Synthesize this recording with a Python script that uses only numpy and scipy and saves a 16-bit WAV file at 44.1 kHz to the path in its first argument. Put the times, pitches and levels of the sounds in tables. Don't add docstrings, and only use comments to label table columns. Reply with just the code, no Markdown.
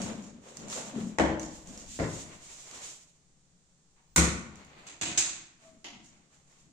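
import sys
import numpy as np
from scipy import signal
from scipy.fft import rfft, irfft, next_fast_len
from scipy.io import wavfile
from scipy.ndimage import uniform_filter1d, map_coordinates

SR = 44100
rng = np.random.default_rng(int(sys.argv[2]) if len(sys.argv) > 2 else 0)


def master_out(mix):
    frames = np.transpose(np.atleast_2d(mix))
    ceiling = np.clip(frames, -1, 1)
    pcm = np.round(ceiling * 32767).astype(np.int16)
    wavfile.write(sys.argv[1], SR, pcm)


N = 296715

# t/s, level/dB, bass tilt/dB, treble tilt/dB, relative direct crack/dB,
# build-up time constant/s. Drawer on its stop, its loose bottom rattling on, drawer meeting its frame:
STOP_BLOWS = [(1.1849, -28, -11, -0.5, 11, 0.0072), (1.196, -26.5, 3, 2, 2, 0.0035)]
RATTLE_BLOWS = [(1.197, -28.5, -5, 0, 16, 0.0029), (1.238, -35, 3.5, 0.0029, 9.6, 0.0021),
                (1.268, -41.5, -5.5, 0, 10, 0.0045), (1.316, -48.5, 7, 0, 7.4, 0.0043),
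                (1.354, -49, -10, 0.008, 8, .004), (1.372, -48, -3, 0.0083, 13, .004)]
FRAME_BLOWS = [(1.989, -38, 0, -9, 3, 0.0015), (1.997, -31.5, -0.024, 2.5, 2.2, 0.0017)]
DOOR_BLOWS = [(4.1605, -20.5, -7.5, 3, 1.15, 0.002), (4.180, -22.5, 0.5, -5.5, 2.9, 0.0013)]
HINGE_KNOCKS = [(3.962, -70, 0.009, 0.0038, -2, 0.0045), (3.993, -77, 0.011, 0.0058, 7, 0.0032)]
UPPER_BLOWS = [(4.867, -43.5, 8.5, -1, -3, 0.0028), (5.0125, -29.5, 9.5, -1, 0, 0.0025),
               (5.058, -32, 14.5, -2, -25, 0.014), (5.175, -29.5, 0, 7.5, 1.5, 0.0024),
               (5.179, -28, -6, 2.5, 5.5, 0.007)]
CLACK_BLOWS = [(5.843, -39, 3.6, -7, -0.75, 0.0044)]
# t/s, level/dB, relative direct crack/dB
TICKS = [(0.018, -41, 9), (0.223, -51, 6), (.570, -46, 12), (0.684, -50, 8), (0.7, -39, 4.5),
         (1.396, -42, 9), (1.431, -47.5, 10), (1.673, -56, 13), (1.776, -44, 7), (2.202, -60, 2),
         (2.712, -54.5, 15), (4.557, -58, 11), (4.648, -61.5, 12.5), (6.031, -54.5, -14)]
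# t/s, peak level/dB, f/Hz
BUMPS = [(0.938, -35, 260), (0.961, -26, 227.8), (.975, -27, 232), (.981, -33, 393), (1.009, -27.5, 215),
         (1.031, -30, 202), (1.052, -33, 193), (1.069, -29.5, 214), (1.092, -33.5, 220)]

# f/Hz, relative level/dB, t60/s
DRAWER_MODES = [(70.5, 5, 0.5), (160, -7, 0.83), (205, -4.5, 0.69), (272, -2, 0.26), (320, -1, 0.74),
                (468, -8.5, 0.4), (536, -13, 0.46), (624, -7, 0.5), (754, -15, 0.35), (810, -15, .7),
                (897, -7, 0.35), (1744, -8, 0.35)]
FRAME_MODES = [(71.4, 10.5, 0.17), (106.3, -2.5, 0.49), (118.7, -7, 0.48), (163.7, -0.5, 0.53),
               (288, -10, 0.32), (441, -3, 0.37), (535, -5, 0.37), (670, 4.5, 0.13), (1027, -16, 0.69),
               (1390, -15, 0.35)]
DOOR_MODES = [(71.7, 3, 0.36), (168.8, -0.5, 0.41), (212, -20, 0.6), (242.4, -9.5, 0.25), (316, -10, 0.38),
              (352, -14.5, 0.6), (427, -21.5, 0.68), (498, -16.5, 0.44), (1177, -23, 0.51),
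              (1400, -13, 0.33), (1475, -19.5, 0.38)]
UPPER_MODES = [(203, -8, 0.34), (288, -8.5, 0.51), (335.5, -6.5, 0.96), (566, -14.5, 0.71),
               (711, -8.5, 0.73), (778, -16, 0.47), (947, -8, 0.483), (970, -14.5, 0.97), (1303, -12, 0.56),
               (2020, -21, 0.46), (2190, -17, 0.37), (2700, -11, 0.22), (2970, 2, 0.31)]

# f/Hz, relative level/dB per Hz
STOP_COLOUR = [(25, -31.5), (50, -8.5), (120, -16), (200, -11.5), (330, -2.5), (400, -13.5), (480, -10),
               (600, -6.5), (1000, -14), (1250, -19), (1800, -15.5), (2650, -25), (2950, -24.5),
               (3700, -29.5), (5000, -33.5), (7100, -28), (15500, -71.5)]
RATTLE_COLOUR = [(120, -22.5), (300, 0.5), (400, -8.5), (500, -2), (620, 2.5), (720, -3.5), (850, -2),
                 (1100, -14), (2000, -23.5), (5000, -44.5), (9000, -62.5), (15500, -90.5)]
FRAME_COLOUR = [(25, -34), (50, -5), (130, -4.5), (220, -2.5), (340, -0.5), (400, -3.5), (650, -7),
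                (770, -14), (1100, -13.5), (1250, -15.5), (2100, -16.5), (3100, -27.5), (4200, -26.5),
                (7100, -35.5), (15500, -69)]
DOOR_COLOUR = [(25, -33), (45, -14.5), (75, -9), (115, -13), (170, -3), (300, -9.5), (420, -14), (720, -14),
               (900, -16.5), (1100, -11.5), (1480, -11), (1650, -22), (1950, -13), (2350, -14),
               (2900, -22.5), (4200, -18), (4850, -23), (6000, -15), (7100, -12), (8600, -16), (10500, -30),
               (15500, -37.5)]
KNOCK_COLOUR = [(300, -18), (600, -2.5), (950, 4.5), (1400, -4), (2600, -5), (4000, -14), (12000, -45.5)]
UPPER_COLOUR = [(25, -45), (42, -25), (65, -22), (170, -17.5), (231, -19), (327, -11.5), (420, -19.5),
                (500, -21.5), (705, -14), (1150, -12.5), (1700, -11.5), (2450, -5), (3100, -10), (3700, -7),
                (4500, -9.5), (5100, -8.5), (5650, -12), (6450, 0.5), (6900, -3), (7380, -1), (8400, -10.5),
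                (9740, -28), (10700, -37), (11500, -31), (15500, -43)]
CLACK_COLOUR = [(60, -32), (240, -27.5), (330, -3.5), (480, -20), (750, -5.5), (1100, -11.5), (1800, -14.5),
                (2120, -1), (2300, -9), (2650, -6.5), (3080, -2), (3500, -7.5), (5000, -5), (7200, -1),
                (8100, -25), (10000, -20), (15500, -45.5)]
STEEL_COLOUR = [(300, -33.5), (1500, -15.5), (3200, -16.5), (5000, -8.5), (7000, 1), (8500, -10.5),
                (10000, -25.5), (15500, -33)]
RAIL_COLOUR = [(400, -33.5), (1200, 3), (2500, -5.5), (4000, -2.0), (7000, -16.0), (11000, -28.5)]
# f/Hz, relative level/dB per Hz
BOX_COLOUR = [(40, -21.5), (100, -14), (170, -8), (220, -0.5), (290, -9.5), (400, -17.5), (700, -70)]
ROLL_COLOUR = [(250, -20.5), (400, -1), (600, -3), (900, -2), (1400, -7.5), (2500, -10.5), (4000, -15),
               (7000, -49.5)]
SCUFF_COLOUR = [(150, -1.5), (300, -1), (600, 1.5), (1100, 1.5), (1600, -3), (2200, 0.5), (3200, -6),
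                (4500, -8.5), (7000, -36)]
HISS_COLOUR = [(1500, -17), (3000, -7.5), (5000, -7.5), (6200, -1.5), (7200, 2.5), (8500, -8), (10000, -20),
               (12000, -28), (15500, -29)]
SWELL_COLOUR = [(15, -10), (32, -4), (50, -10), (90, -10), (160, -49)]
AIR_COLOUR = [(20, -1.5), (33, -20.5), (76, -7.5), (98, -24), (135, -9), (175, -10), (250, -17.5),
              (550, -23.5), (2500, -31), (5100, -28), (7100, -21), (8700, -29), (10500, -49.5),
              (15500, -63.5)]

# t/s, rise/s, hold/s, box rumble level/dB, rolling level/dB, bearing hiss level/dB
TRAVELS = [(0, 0.0026, 0.047, -36.5, -42, -45.5), (.41, 0.053, 0.1, -69.5, -56, -56),
           (.56, 0.066, 0.038, -46, -52, -75), (.675, 0.048, 0.081, -54, -45.5, -41.5),
           (.72, 0.13, 0.15, -54, -50.5, -64.5), (.92, 0.091, 0.025, -40.5, -55.5, -50),
           (1.52, 0.013, 0.014, -74, -62, -49), (1.665, 0.008, 0.082, -50.5, -55.5, -52.5),
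           (1.83, 0.14, 0.04, -61, -82, -44.5), (2.06, 0.054, 0.082, -75, -57.5, -46)]
# t/s, rise/s, hold/s, scuff level/dB, cloth hiss level/dB
SHUFFLES = [(2.2, 0.071, 0.088, -56, -59), (2.37, 0.124, 0.2, -60, -49), (2.64, 0.13, 0.027, -50, -48),
            (2.74, 0.1, 0.038, -72, -44), (4.5, 0.062, 0.18, -57.5, -86), (4.76, 0.019, 0.12, -56, -66),
            (5.6, 0.012, 0.051, -64, -62), (6.1, 0.019, 0.088, -68.5, -81.5),
            (6.31, 0.015, 0.0075, -66.5, -64), (6.48, 0.012, 0.11, -69.5, -66)]
# t/s, rise/s, hold/s, level/dB
SWINGS = [(5.62, 0.066, 0.082, -65.5), (5.88, 0.066, 0.036, -57), (6.62, 0.06, 0.057, -63.5)]
# t/s, rise/s, hold/s, level/dB
LOW_SWELLS = [(1.45, 0.12, 0.201, -58), (1.85, 0.085, 0.042, -52.5), (4.07, 0.14, 0.0092, -61.5)]
# t/s, f/Hz
WHIRR = [(0.049, 573.6), (.55, 470.3), (.7, 538.4), (.87, 640), (1.0, 540), (1.601, 600)]
# t/s, f/Hz, level/dB
SQUEAK = [(5.585, 652, -90), (5.615, 650, -70), (5.643, 650, -68), (5.653, 650, -57.5), (5.695, 646, -57),
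          (5.715, 642, -66), (5.78, 644, -66.5), (5.805, 646, -90)]
# f/Hz, middle level/dB about which it wavers
HUM = [(140.0, -80), (177.6, -80)]

# f/Hz, t60/s
ROOM = [(60, 1), (160, 1), (420, 0.63), (1100, 0.73), (2900, 0.62), (7500, 0.47), (14000, 0.26)]
# f/Hz, correlation [0 to 1]
ALIKE = [(100, 0.84), (250, 0.9), (500, 0.84), (1000, 0), (2000, 0), (12000, 0)]
# f/Hz, left minus right level/dB
LEAN = [(100, 4), (300, 4.5), (1000, 0.5), (4000, -0.5), (7000, -3.5), (14000, -1)]
# f/Hz, share [0 to 1]
UNEVENNESS = [(350, 0), (900, 1), (2500, 1), (6000, .6)]

JUDDER_S, JUDDER_LOSS_DB, JUDDER_HZ = 0.023, 8, 202
BOX_FADE_DB_PER_S, ROLL_FADE_DB_PER_S, HISS_FADE_DB_PER_S, SCUFF_FADE_DB_PER_S = 58, 67, 101, 85
UNSTEADY_DB, UNSTEADY_PER_S = 1.5, 32
EASE_S = 0.05
UPPER_RING_DB, CLACK_RING_DB = -18.5, -13
WHIRR_DB, WHIRR_HALF_WIDTH_HZ, ROLL_DB = -3.5, 110, -1
SQUEAK_SECOND_HZ = 1150
TOP_HZ = 15500


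def drawer():
    out = np.zeros((2, N))
    impacts = [(STOP_BLOWS, STOP_COLOUR, DRAWER_MODES), (FRAME_BLOWS, FRAME_COLOUR, FRAME_MODES)]
    for rows, spectrum, modes in impacts:
        out += blows(rows, spectrum, resonances(depth_db=4.5, spacing_hz=45.0), crack_life=0.0033)
        s, db, *_ = rows[-1]
        add(out, s, amp(db) * ring(modes, cycles=2.3, scatter_db=2))
    loose_bottom = resonances(depth_db=3, spacing_hz=46.47)
    out += blows(RATTLE_BLOWS, RATTLE_COLOUR, loose_bottom, crack_life=0.0033)
    t = np.arange(SR // 8) / SR
    for s, db, hz in judder(count=2):
        age = t / 0.0043
        swell = age * np.exp(1 - age)
        add(out, s, amp(db) * swell * np.sin(2 * np.pi * hz * t))
    rumble = strokes(TRAVELS, BOX_FADE_DB_PER_S, axis=3) * rush(BOX_COLOUR)
    rollers = amp(ROLL_DB) * grainy(ROLL_COLOUR, rate=160, grain_db=-8) + amp(WHIRR_DB) * whirr()
    rolling = strokes(TRAVELS, ROLL_FADE_DB_PER_S, axis=4) * rollers
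    return out + rumble + rolling


def judder(count):
    s, db, _ = BUMPS[-1]
    rebounds = []
    for k in range(1, count + 1):
        hz = JUDDER_HZ * (1 + .04 * rng.standard_normal())
        rebounds.append((s + k * JUDDER_S, db - k * JUDDER_LOSS_DB, hz))
    return list(BUMPS) + rebounds


def whirr():
    pitch = np.interp(np.arange(N) / SR, *np.transpose(WHIRR))
    phase = 2 * np.pi * np.cumsum(pitch) / SR
    width = WHIRR_HALF_WIDTH_HZ
    band = [(width, 0), (4 * width, -30), (20 * width, -90)]
    return unit(sum(turn(phase) * grainy(band, rate=60, grain_db=-2) for turn in (np.cos, np.sin)))


def runner_knock():
    out = np.zeros((2, N))
    body = resonances(depth_db=1.5, spacing_hz=71.5)
    knock = strike(RAIL_COLOUR, body, crack_db=13.5, rise=0.015, crack_life=0.0064)
    add(out, .725, amp(-52.5) * knock)
    return out


def cupboard_door():
    body = resonances(depth_db=2.2, spacing_hz=50.44)
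    out = blows(DOOR_BLOWS, DOOR_COLOUR, body, crack_life=0.0038)
    out += blows(HINGE_KNOCKS, KNOCK_COLOUR, body, crack_life=0.006)
    s, db, *_ = DOOR_BLOWS[0]
    add(out, s + 0.0096, amp(db + 5.0) * ring(DOOR_MODES, cycles=4.6, scatter_db=1.0))
    return out


def upper_door():
    body = resonances(depth_db=2.2, spacing_hz=40.94)
    out = blows(UPPER_BLOWS, UPPER_COLOUR, body, crack_life=0.0035)
    out += blows(CLACK_BLOWS, CLACK_COLOUR, body, crack_life=.004)
    for rows, ring_db in (UPPER_BLOWS, UPPER_RING_DB), (CLACK_BLOWS, CLACK_RING_DB):
        for s, db, bass_db, *_ in rows:
            level = amp(db + bass_db / 2 + ring_db)
            add(out, s, level * ring(UPPER_MODES, cycles=7.8, scatter_db=2.5))
    return out + strokes(SWINGS, BOX_FADE_DB_PER_S) * rush(BOX_COLOUR)


def hinge():
    t = np.arange(N) / SR
    s, hz, db = np.transpose(SQUEAK)
    waver = unit(uniform_filter1d(rng.standard_normal(N), 200))
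    pitch = np.interp(t, s, hz) * (1 + .014 * waver)
    phase = 2 * np.pi * np.cumsum(pitch) / SR
    overtones = np.sin(2 * phase) + np.sin(phase * SQUEAK_SECOND_HZ / hz[0])
    tone = unit(np.sin(phase) + amp(-20) * overtones)
    sounding = (t > s[0]) * (t < s[-1])
    squeak = amp(np.interp(t, s, db)) * sounding * tone
    echo = signal.fftconvolve(squeak[None], unit(room_tail()) / np.sqrt(SR), axes=1)[:, :N]
    return squeak + .3 * echo


def fittings():
    out = np.zeros((2, N))
    body = resonances(depth_db=6.5, spacing_hz=69.7)
    for s, db, crack_db in TICKS:
        add(out, s, amp(db) * strike(STEEL_COLOUR, body, crack_db, rise=0.013, crack_life=0.0011))
    return out


def rubbing():
    scuff = strokes(SHUFFLES, SCUFF_FADE_DB_PER_S, axis=3) * grainy(SCUFF_COLOUR, rate=69, grain_db=-8.5)
    cloth = strokes(SHUFFLES, HISS_FADE_DB_PER_S, axis=4) * grainy(HISS_COLOUR, rate=400, grain_db=-14.0)
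    bearings = strokes(TRAVELS, HISS_FADE_DB_PER_S, axis=5) * grainy(HISS_COLOUR, rate=320, grain_db=-12)
    return scuff + cloth + bearings


def low_swells():
    return strokes(LOW_SWELLS, BOX_FADE_DB_PER_S) * rush(SWELL_COLOUR)


def still_air():
    return amp(-66.5) * rush(AIR_COLOUR)


def hum():
    t = np.arange(N) / SR
    out = np.zeros(N)
    for hz, db in HUM:
        waver = map_coordinates(rng.standard_normal(20), [t * 2])
        out += amp(db + 2.5 * waver) * unit(np.sin(2 * np.pi * (hz * t + rng.random())))
    return out


def blows(rows, spectrum, body, crack_life):
    out = np.zeros((2, N))
    for s, db, bass_db, treble_db, crack_db, rise in rows:
        add(out, s, amp(db) * strike(spectrum, body, crack_db, rise, crack_life, bass_db, treble_db))
    return out


def strike(spectrum, body, crack_db, rise, crack_life, bass_db=0, treble_db=0):
    t = np.arange(SR) / SR
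    direct = unit(rng.standard_normal(SR) + amp(8.0) * diffuse(SR))
    crack_shape = np.exp(-t / crack_life) - np.exp(-5 * t / crack_life)
    crack = amp(crack_db + 6.5) * crack_shape * direct
    flutter = np.interp(t, np.linspace(0, 1, 300), rng.standard_normal(300))
    clumps = amp(2.9 * flutter * np.exp(-t / 0.15))
    wash = room_tail() * (1 - np.exp(-t / rise)) * clumps
    colour = lambda hz: along(spectrum, hz) + along(body, hz)
    norm = np.sqrt(np.mean(amp(colour(np.fft.rfftfreq(SR, 1 / SR))) ** 2))
    tone = [(200, bass_db), (1500, 0.0094), (2900, 0.0051), (6000, treble_db)]
    return coloured(crack + wash, lambda hz: amp(colour(hz) + along(tone, hz))) / norm


def ring(modes, cycles, scatter_db):
    t = np.arange(SR) / SR
    hz, db, t60 = np.transpose(modes)[:, :, None]
    size, phase, skew = rng.standard_normal((3, len(modes), 1))
    fade = amp(db + scatter_db * size - 60 * t / t60)
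    swell = fade * (1 - np.exp(-t * hz / cycles))
    lag = skew * np.minimum(hz / 12000, .25)
    sides = [np.sum(swell * np.sin(2 * np.pi * (hz * t + phase + ear * lag)), axis=0) for ear in (-1, 1)]
    return np.array(sides)


def resonances(depth_db, spacing_hz):
    hz = spacing_hz * np.arange(1, 400)
    depth = depth_db * along(UNEVENNESS, hz)
    return np.transpose([hz, depth * np.clip(rng.standard_normal(len(hz)), -2, 1)])


def strokes(rows, fade, axis=3):
    power = sum(stroke(*row[:3], row[axis], fade) ** 2 for row in rows)
    grip = map_coordinates(rng.standard_normal(1000), [np.arange(N) * UNSTEADY_PER_S / SR], mode="wrap")
    eased = uniform_filter1d(np.sqrt(power), max(round(EASE_S * SR), 1))
    return eased * amp(UNSTEADY_DB * grip)


def stroke(s, rise, hold, db, fade):
    age = np.arange(N) / SR - s
    onset = np.clip(age / max(rise, .001), 0, 1)
    return onset * amp(db - fade * np.maximum(age - rise - hold, 0))


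def grainy(spectrum, rate, grain_db):
    contacts = (rng.random((2, N)) < rate / SR) * rng.standard_normal((2, N))
    rough = diffuse(N) + amp(grain_db) * unit(contacts)
    return unit(coloured(rough, lambda hz: amp(along(spectrum, hz))))


def rush(spectrum):
    return unit(coloured(diffuse(N), lambda hz: amp(along(spectrum, hz))))


def room_tail():
    hz, t, z = signal.stft(diffuse(SR), SR, nperseg=256)
    decay = amp(-60 * t / along(ROOM, hz)[:, None])
    return signal.istft(z * decay, SR, nperseg=256)[1][:, :SR]


def diffuse(size):
    likeness = along(ALIKE, np.fft.rfftfreq(size, 1 / SR))
    turn = np.arccos(np.clip(likeness, -1, 1)) / 2
    mid, side = rfft(rng.standard_normal((2, size))) * [np.cos(turn), np.sin(turn)]
    return irfft(np.array([mid + side, mid - side]), size)


def coloured(x, gain):
    size = 2 * next_fast_len(x.shape[-1] // 2 + 4096)
    cepstrum = irfft(np.log(np.maximum(gain(np.fft.rfftfreq(size, 1 / SR)), 1e-6)))
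    cepstrum[1:size // 2] *= 2
    cepstrum[size // 2 + 1:] = 0
    return irfft(rfft(x, size) * np.exp(rfft(cepstrum)), size)[..., :x.shape[-1]]


def add(track, s, sound):
    part = track[..., max(round(s * SR), 0):][..., :sound.shape[-1]]
    part += sound[..., :part.shape[-1]]


def along(points, hz):
    f, v = np.transpose(points)
    return np.interp(np.log(hz + 1), np.log(f + 1), v)


def unit(x):
    return x / np.sqrt(np.mean(x ** 2) + 1e-20)


def amp(db):
    return 10 ** (np.asarray(db) / 20)


def scene():
    furniture = drawer() + runner_knock() + cupboard_door() + upper_door() + hinge() + fittings()
    return furniture + rubbing() + low_swells() + still_air() + hum()


def record(dry):
    size = next_fast_len(N + SR // 2)
    hz = np.fft.rfftfreq(size, 1 / SR)
    sides = amp(along(LEAN, hz) * np.array([[.5], [-.5]]))
    return irfft(rfft(dry, size) * sides * (hz < TOP_HZ), size)[:, :N]


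dry = scene()
out = record(dry)
master_out(out)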